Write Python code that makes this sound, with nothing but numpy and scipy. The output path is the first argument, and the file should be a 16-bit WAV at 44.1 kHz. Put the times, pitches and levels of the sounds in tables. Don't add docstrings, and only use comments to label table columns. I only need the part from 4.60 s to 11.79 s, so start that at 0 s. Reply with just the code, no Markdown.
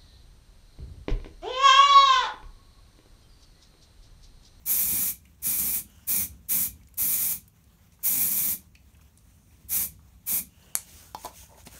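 import sys
import numpy as np
from scipy import signal
from scipy.io import wavfile
from scipy.ndimage import uniform_filter1d

SR = 44100
rng = np.random.default_rng(int(sys.argv[2]) if len(sys.argv) > 2 else 0)


def unload_audio(sound):
    columns = np.transpose(np.atleast_2d(sound))
    steps = np.round(np.clip(columns, -1, 1) * 32767)
    wavfile.write(sys.argv[1], SR, steps.astype(np.int16))


def ratio(d):
    e = np.asarray(d, float) / 20
    return 10 ** e


N = 317243


def evened(x):
    return x / np.sqrt(np.mean(x ** 2) + 1e-20)


def read(points, hz):
    f, value = np.transpose(points)
    return np.interp(np.log(hz + 1), np.log(f + 1), value)


def add(mix, s, sound):
    part = mix[round(s * SR):][:len(sound)]
    part += sound[:len(part)]


def resonate(x, hz, width):
    turn = np.exp(2j * np.pi * np.cumsum(hz * np.ones(len(x))) / SR)
    r = np.exp(-np.pi * width / SR)
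    return 2 * (turn * signal.lfilter([1 - r], [1, -r], x * turn.conj())).real


def noise(shape, patchy_db, size=512):
    hz = np.fft.rfftfreq(size, 1 / SR)
    frames = N // (size // 4) + 5
    a, b, patches = rng.standard_normal((frames, len(hz), 3)).T
    patches = uniform_filter1d(patches, size=8, axis=0)
    patches = evened(uniform_filter1d(patches, size=16, axis=1))
    z = (a + 1j * b) * ratio(read(shape, hz)[:, None] + patchy_db * patches)
    sound = signal.istft(z, nperseg=size, noverlap=size * 3 // 4)[1]
    return evened(sound[:N])


def wander(size):
    return evened(uniform_filter1d(rng.standard_normal(N), size=size))


def flutter(db, size):
    return evened(ratio(db * wander(size)))


def ring(modes, seconds):
    t = np.arange(round(seconds * SR)) / SR
    return sum(ratio(db - 60 * t / t60) * np.sin(2 * np.pi * hz * t) for hz, db, t60 in modes)


def strokes(table):
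    power = np.zeros(N)
    for start, peak, end, db in table:
        u = np.interp(np.arange(start, end, 1 / SR), [start, peak, end], [0, 1, 0])
        swell = np.sin(np.pi / 2 * u) ** 1.6
        add(power, start, (ratio(db) * swell) ** 2)
    return np.sqrt(power)


def lagged(x, seconds):
    r = np.exp(-1 / (seconds * SR))
    return signal.lfilter([1 - r], [1, -r], x)


def valve():
    # start_s, end_s, flow_db, opening_time_s, finest_hiss_db (relative to flow)
    bursts = [
        (0.053, 0.501, -23, 0.0099, 1.5),
        (0.818, 1.187, -24.5, 0.014, 0),
        (1.468, 1.636, -24, 0.0098, 2.5),
        (1.883, 2.059, -23, 0.0077, 2),
        (2.371, 2.742, -24, 0.0074, 1.5),
        (3.427, 3.932, -23.5, 0.0088, 2),
        (5.083, 5.247, -23.5, .017, -1),
        (5.659, 5.792, -24, 0.013, -0.5),
    ]
    knee_s = 0.01
    gains = np.zeros((N, 3))
    for opens, closes, db, rise, aim_db in bursts:
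        u = np.arange(0, closes - opens + .2, 1 / SR)
        open_db = -30.5 * np.exp(-(u / rise) ** 1.03)
        close_db = -530 * knee_s * np.logaddexp(0, (u + opens - closes) / knee_s)
        sag_db = -2.5 * (1 - np.exp(-u / 0.25))
        flow_db = db + open_db + close_db + sag_db
        roar_db = flow_db - 20.5 + .1 * open_db - .03 * close_db
        finest_db = flow_db + aim_db - .1 * open_db + .15 * close_db - 2.5 * u
        crack = np.minimum(u / 0.0015, 1)
        add(gains, opens, (crack * ratio(np.array([flow_db, roar_db, finest_db]))).T)
    return gains.T


def workshop():
    # pitch_hz, level_db (per Hz)
    hum_colour = [(18, -52), (30, -21), (43, -9.5), (59, 2), (113, -6), (135, -20.5), (152, -7), (171, -8),
                  (301, -22.5), (400, -30.5), (500, -34.5), (650, -47.5), (1100, -120)]
    # pitch_hz, level_db (per Hz)
    air_colour = [(240, -20.5), (400, -7), (1070, -8), (1440, -12), (2900, -12), (4300, -15), (4950, -18),
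                  (5700, -12.5), (9000, -15), (10400, -19.5), (11500, -15), (14400, -13.5), (15600, -14.5)]
    # start_s, peak_s, end_s, level_db
    leans = [(0.2, 0.35, 0.44, -47), (1.45, 1.62, 1.91, -47.5), (1.95, 2.08, 2.35, -48.5),
             (2.38, 2.44, 2.45, -43.5), (3.95, 4.09, 4.02, -52), (4.9, 5.2, 5.6, -52),
             (6.02, 6.11, 7.1, -59), (6.25, 6.43, 6.2, -50.5), (6.9, 7.15, 6.9, -49)]
    flow = valve()[0]
    shake = np.hypot(ratio(-29) * lagged(flow, 0.07), strokes(leans))
    hum = np.hypot(ratio(-56.5), shake) * noise(hum_colour, patchy_db=1.5, size=4096)
    air = ratio(-67) * noise(air_colour, patchy_db=1.55) * flutter(db=1.5, size=3000)
    return hum + air


def room(x):
    # pitch_hz, time_to_fall_60_db_s
    decay = [(200, 0.25), (1300, 0.17), (3500, 0.28), (9000, 0.2), (15000, 0.13)]
    # delay_s, level_db
    early = [(.0011, -24.5), (.0024, -23.5), (.0062, -24), (0.0106, -32.5), (0.019, -18)]
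    taps = np.zeros(SR // 2)
    at = np.arange(150, len(taps) - 12, 12)
    taps[at + rng.integers(0, 12, len(at))] = rng.choice([-1., 1.], len(at))
    hz, t, z = signal.stft(taps, SR, nperseg=128)
    fade = ratio(-60 * t / read(decay, hz)[:, None])
    tail = signal.istft(z * fade, SR, nperseg=128)[1]
    tail *= ratio(-9.5) / np.linalg.norm(tail)
    for s, db in early:
        add(tail, s, ratio(np.array([db])))
    return signal.oaconvolve(x, tail)[:N]


def creeping():
    # start_s, end_s, from_hz, to_hz, level_db
    creeps = [
        (1.238, 1.474, 2980, 2900, -68.5),
        (1.26, 1.47, 6840, 5560, -72),
        (4.498, 5.1, 9100, 8900, -75),
        (4.5, 5.1, 6100, 6200, -78),
        (5.882, 6.45, 2830, 2920, -66),
        (6.9, 6.988, 560, 330, -64),
    ]
    out = np.zeros(N)
    for start, end, from_hz, to_hz, db in creeps:
        u = np.linspace(0, 1, round((end - start) * SR))
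        hz, width = from_hz + (to_hz - from_hz) * u, from_hz / 5.5
        whistle = rng.standard_normal(len(u))
        whistle = resonate(resonate(whistle, hz, width), hz, width)
        swell = np.sqrt(abs(np.sin(np.pi * u)))
        add(out, start, ratio(db) * swell * evened(whistle))
    return out


def rolling():
    # start_s, peak_s, end_s, level_db
    rolls = [(6.555, 6.59, 6.53, -51), (6.665, 6.7, 6.78, -55), (6.77, 6.82, 6.88, -61.5),
             (6.84, 6.95, 7.07, -59)]
    # pitch_hz, width_hz, level_db
    band = [(626, 200, 2), (880, 140, 2), (395, 130, -8)]
    bumps = rng.standard_normal(N) * flutter(db=3.5, size=300)
    sound = sum(ratio(db) * resonate(resonate(bumps, hz, w), hz, w) for hz, w, db in band)
    return strokes(rolls) * evened(sound)


def rustle():
    # start_s, peak_s, end_s, level_db, low_body_db (relative to level)
    slides = [(1.24, 1.3, 2, -66, -3.5), (3.313, 3.334, 3.37, -65.5, -20), (3.388, 3.422, 3.5, -64.5, -7),
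              (4.33, 4.348, 4.17, -71, -25), (4.406, 4.414, 4.44, -63.5, -11), (4.522, 4.72, 8, -72.5, -22),
              (5.391, 5.415, 4.7, -71.5, -4), (5.872, 6.07, 6.2, -62, -3), (6.16, 6.2, 6.3, -54, -9),
              (6.237, 6.307, 6.54, -51, -13.5), (6.33, 6.426, 6.6, -54.5, -8),
              (6.536, 6.638, 6.66, -49.5, -16), (6.636, 6.642, 6.73, -49, -4.5),
              (6.706, 6.793, 6.9, -48.5, -21), (6.4, 6.798, 7.12, -60.5, -11.5),
              (6.95, 7.002, 7.05, -54.5, -10), (7.049, 7.063, 7.11, -51, -10),
              (7.08, 7.16, 7.31, -48.5, -9)]
    # pitch_hz, level_db (per Hz)
    cloth = [(1060, -27), (1800, -9), (1920, -7.5), (2450, -3.5), (4820, -5.5), (6610, 2), (7500, -4),
             (9070, -0.5), (10600, -6), (13600, -3), (15600, -5)]
    # pitch_hz, level_db (per Hz)
    fold = [(150, -30), (250, -2), (547, -2), (644, -1), (1260, -7), (1460, -1), (2200, -12), (2860, -53),
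            (4840, -120)]
    # start_s, peak_s, end_s, level_db
    handling = [
        (7.064, 7.072, 7.095, -46.5),
        (7.138, 7.145, 7.165, -51),
    ]
    body_gain = strokes([(a, b, c, db + low_db) for a, b, c, db, low_db in slides])
    body = body_gain * noise(fold, patchy_db=2.5, size=1024)
    friction = strokes([row[:-1] for row in slides]) * noise(cloth, patchy_db=1.5)
    thud = resonate(resonate(rng.standard_normal(N), 180, 150), 200, 200)
    return flutter(db=1.0, size=150) * (friction + body) + strokes(handling) * evened(thud)


def snap():
    # start_s, peak_db
    cracks = [
        (6.1536, -0.5),
        (6.155, -22),
        (6.1558, -23),
    ]
    # pitch_hz, level_db (per Hz)
    cap_colour = [(290, -31), (500, -15.5), (1030, -10), (2160, -17.5), (3290, -21), (4400, -14),
                  (5470, -6.5), (6700, 1.5), (11300, 2), (16000, -14)]
    # pitch_hz, level_db, time_to_fall_60_db_s
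    cap_ring = [(2410, -27.5, 0.0095), (4500, -23, 0.011), (6000, -22, 0.012), (9940, -20, 0.013),
                (11250, -20, 0.012)]
    out = np.zeros(N)
    colour_db = read(cap_colour, abs(np.fft.fftfreq(2048, 1 / SR)))
    log_gain = np.log(ratio(np.maximum(colour_db, -60)))
    click = np.fft.ifft(np.exp(log_gain - 1j * signal.hilbert(log_gain).imag)).real[:1000]
    crack = click / abs(click).max() + ring(cap_ring, .03)[:1000]
    for s, db in cracks:
        add(out, s, ratio(db) * crack)
    return out


def knocks():
    # start_s, peak_db, hollow_low_tone_db, sharp_edge_db
    blows = [
        (6.548, -24.5, -35, -8),
        (6.641, -48, -6, -14),
        (6.648, -32, 2, -4),
        (6.651, -32.5, 6.5, -10),
        (6.659, -30, 3, -15),
        (6.665, -38, 4, -5),
        (7.071, -48.5, 10, -12),
    ]
    # pitch_hz, level_db, time_to_fall_60_db_s
    can = [(701, -1, 0.047), (878, 4.5, 0.051), (969, -1, .075), (1580, -35, 0.023), (3480, -21, 0.07),
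           (4320, -14.5, 0.022), (5900, -24, 0.043)]
    out = np.zeros(N)
    contact = signal.windows.hann(14)
    contact /= contact.sum()
    for s, db, low_db, edge_db in blows:
        body = ratio(low_db) * ring(can[:1], .2) + ring(can[1:4], .2)
        edge = ratio(edge_db + 12.5) * ring(can[4:], .2)
        add(out, s, ratio(db - 6.5) * (np.convolve(body, contact, "same") + edge))
    return out


def ticks(table, width, length):
    out, t = np.zeros(N), np.arange(1500) / SR
    puffs = rng.standard_normal((len(table), 1500))
    for (s, db, hz, edge_db), puff in zip(table, puffs):
        tick = resonate(puff * np.exp(-t / length), hz, width)
        tick = resonate(tick, hz, 2 * width)
        edge = np.diff(puff, prepend=0) * np.exp(-t / .001)
        add(out, s, ratio(db) * (tick / abs(tick).max() + ratio(edge_db) * edge / abs(edge).max()))
    return out


def finger_taps():
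    # start_s, peak_db, pitch_hz, bright_edge_db
    touches = [(0.653, -50.5, 2440, -22), (2.211, -59, 2130, -20), (2.284, -59, 2140, -28.5),
               (3.1862, -63, 1950, -15), (3.324, -64, 2120, -12), (3.3907, -56.5, 1200, -12),
               (4.151, -44, 2400, -6), (4.347, -56, 2800, -4), (4.393, -56, 1340, -12),
               (4.411, -56, 2500, -12), (4.9072, -60.5, 2360, -5), (5.392, -55.5, 1110, -13),
               (5.538, -66.5, 2470, -9), (6.025, -56, 4500, -18), (4.153, -54, 4412, -12),
               (4.352, -59, 1910, -12), (4.415, -62, 1200, -12), (1.39, -58, 1200, -14),
               (6.9431, -54, 1990, -8)]
    return ticks(touches, width=500, length=0.0063)


def nail_clicks():
    # start_s, peak_db, pitch_hz, bright_edge_db
    touches = [(0.653, -50, 8500, -14), (0.748, -62, 6150, -6), (1.2994, -50, 12300, -10),
               (1.359, -53, 8500, -12), (1.382, -54, 7800, -14), (2.234, -49.5, 5540, -4.5),
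               (2.2726, -48.5, 6540, -23), (2.286, -51, 11500, -16), (2.3411, -44, 11500, -6),
               (2.3415, -50, 6900, -20), (2.879, -44.5, 13400, -4), (3.322, -51, 6000, -10),
               (3.041, -52.5, 8880, -8), (4.152, -46, 5480, -13), (4.3375, -57, 12000, -8),
               (4.3694, -56, 9130, -8), (4.575, -42.5, 9150, -8), (4.5864, -51, 5900, -8),
               (6.547, -29, 4320, -1), (6.6472, -29, 11100, -5), (6.6556, -29, 6330, -6),
               (7.037, -47, 8660, -8), (7.0587, -45, 8900, -5), (7.064, -39, 9200, -8),
               (7.0715, -33, 3500, -10)]
    return ticks(touches, width=3700, length=0.0031)


def shaken_sheet(flow):
    # start_s, peak_s, end_s, level_db
    gusts = [(0.24, 0.342, 0.47, -43), (0.855, 0.884, 0.89, -40.5), (0.96, 1.044, 1.12, -42),
             (1.15, 1.17, 1.37, -56.5), (1.49, 1.525, 1.66, -42.5), (1.905, 1.931, 2.09, -42),
             (2.42, 2.508, 2.47, -38.5), (3.46, 3.56, 3.97, -47), (3.79, 3.836, 4.04, -44.5),
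             (5.16, 5.24, 4.1, -46), (5.69, 5.718, 5.93, -49.5)]
    # pitch_hz, width_hz, level_db
    tones = [(145.6, 8.4, 1), (184.3, 38, 3.5), (225, 44, -2.5), (289, 25, -15.5)]
    drum = np.hypot(ratio(-28) * lagged(flow, 0.031), strokes(gusts))
    blast = rng.standard_normal(N) * drum
    sheet = sum(ratio(db) * resonate(resonate(blast, hz, w), hz, 3 * w) for hz, w, db in tones)
    return sheet * np.linalg.norm(drum) / np.linalg.norm(sheet)


def can_roar():
    # pitch_hz, level_db (per Hz)
    roar_colour = [(210, -14), (350, -8.5), (391, -11.5), (437, -9.5), (1230, -7), (1540, -10),
                   (2400, -0.5), (2770, -10), (3910, -6), (5000, -8.5), (6500, -39), (11000, -120)]
    can = noise(roar_colour, patchy_db=0.64, size=1024)
    drift = 1 + 0.0089 * wander(3000)
    cavity = resonate(resonate(can, 2390 * drift, 260), 2350 * drift, 440)
    return evened(can + ratio(-3.5) * cavity)


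def spray():
    # pitch_hz, level_db (per Hz)
    jet_colour = [(1760, -60), (3000, -19), (3930, -16.5), (5030, -14), (5860, -6), (6910, -5),
                  (7720, -6.5), (9050, -1), (10300, -2), (11900, 2.5), (13400, -1), (15100, 0),
                  (15700, 0.5)]
    # pitch_hz, width_hz, level_db (relative to the jet)
    nozzle = [(5955, 130, -8.5), (6800, 760, -7), (9560, 900, -5.5), (12000, 1350, -4.5)]
    flow, roar, aim = valve()
    jet = noise(jet_colour, patchy_db=1.25)
    jet = evened(jet + sum(ratio(db) * resonate(jet, hz, width) for hz, width, db in nozzle))
    top = signal.oaconvolve(jet, signal.firwin(63, 13400, pass_zero=False, fs=SR), "same")
    hiss = flow * (jet - top) + aim * evened(top)
    droplets = rng.random(N) < 70 / SR
    spits = 1 + 1.45 * np.convolve(droplets, signal.windows.hann(16), "same")
    sputter = spits * flutter(db=-0.05, size=90) * flutter(db=0.83, size=1200)
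    return sputter * (hiss + roar * can_roar()) + ratio(-0.5) * shaken_sheet(flow)


def scene():
    near = spray() + finger_taps() + nail_clicks() + knocks() + snap()
    hands = rustle() + rolling() + creeping()
    mono = near + room(near) + hands + workshop()
    return np.array([mono, mono])


def low_pass(x):
    return signal.sosfilt(signal.butter(12, 17060, fs=SR, output="sos"), x)


def record(dry):
    edge = signal.firwin(1201, 15730, window=("kaiser", 9), fs=SR)
    mix = signal.oaconvolve(dry, edge[None], "same")
    return low_pass(mix)


dry = scene()
out = record(dry)
unload_audio(out)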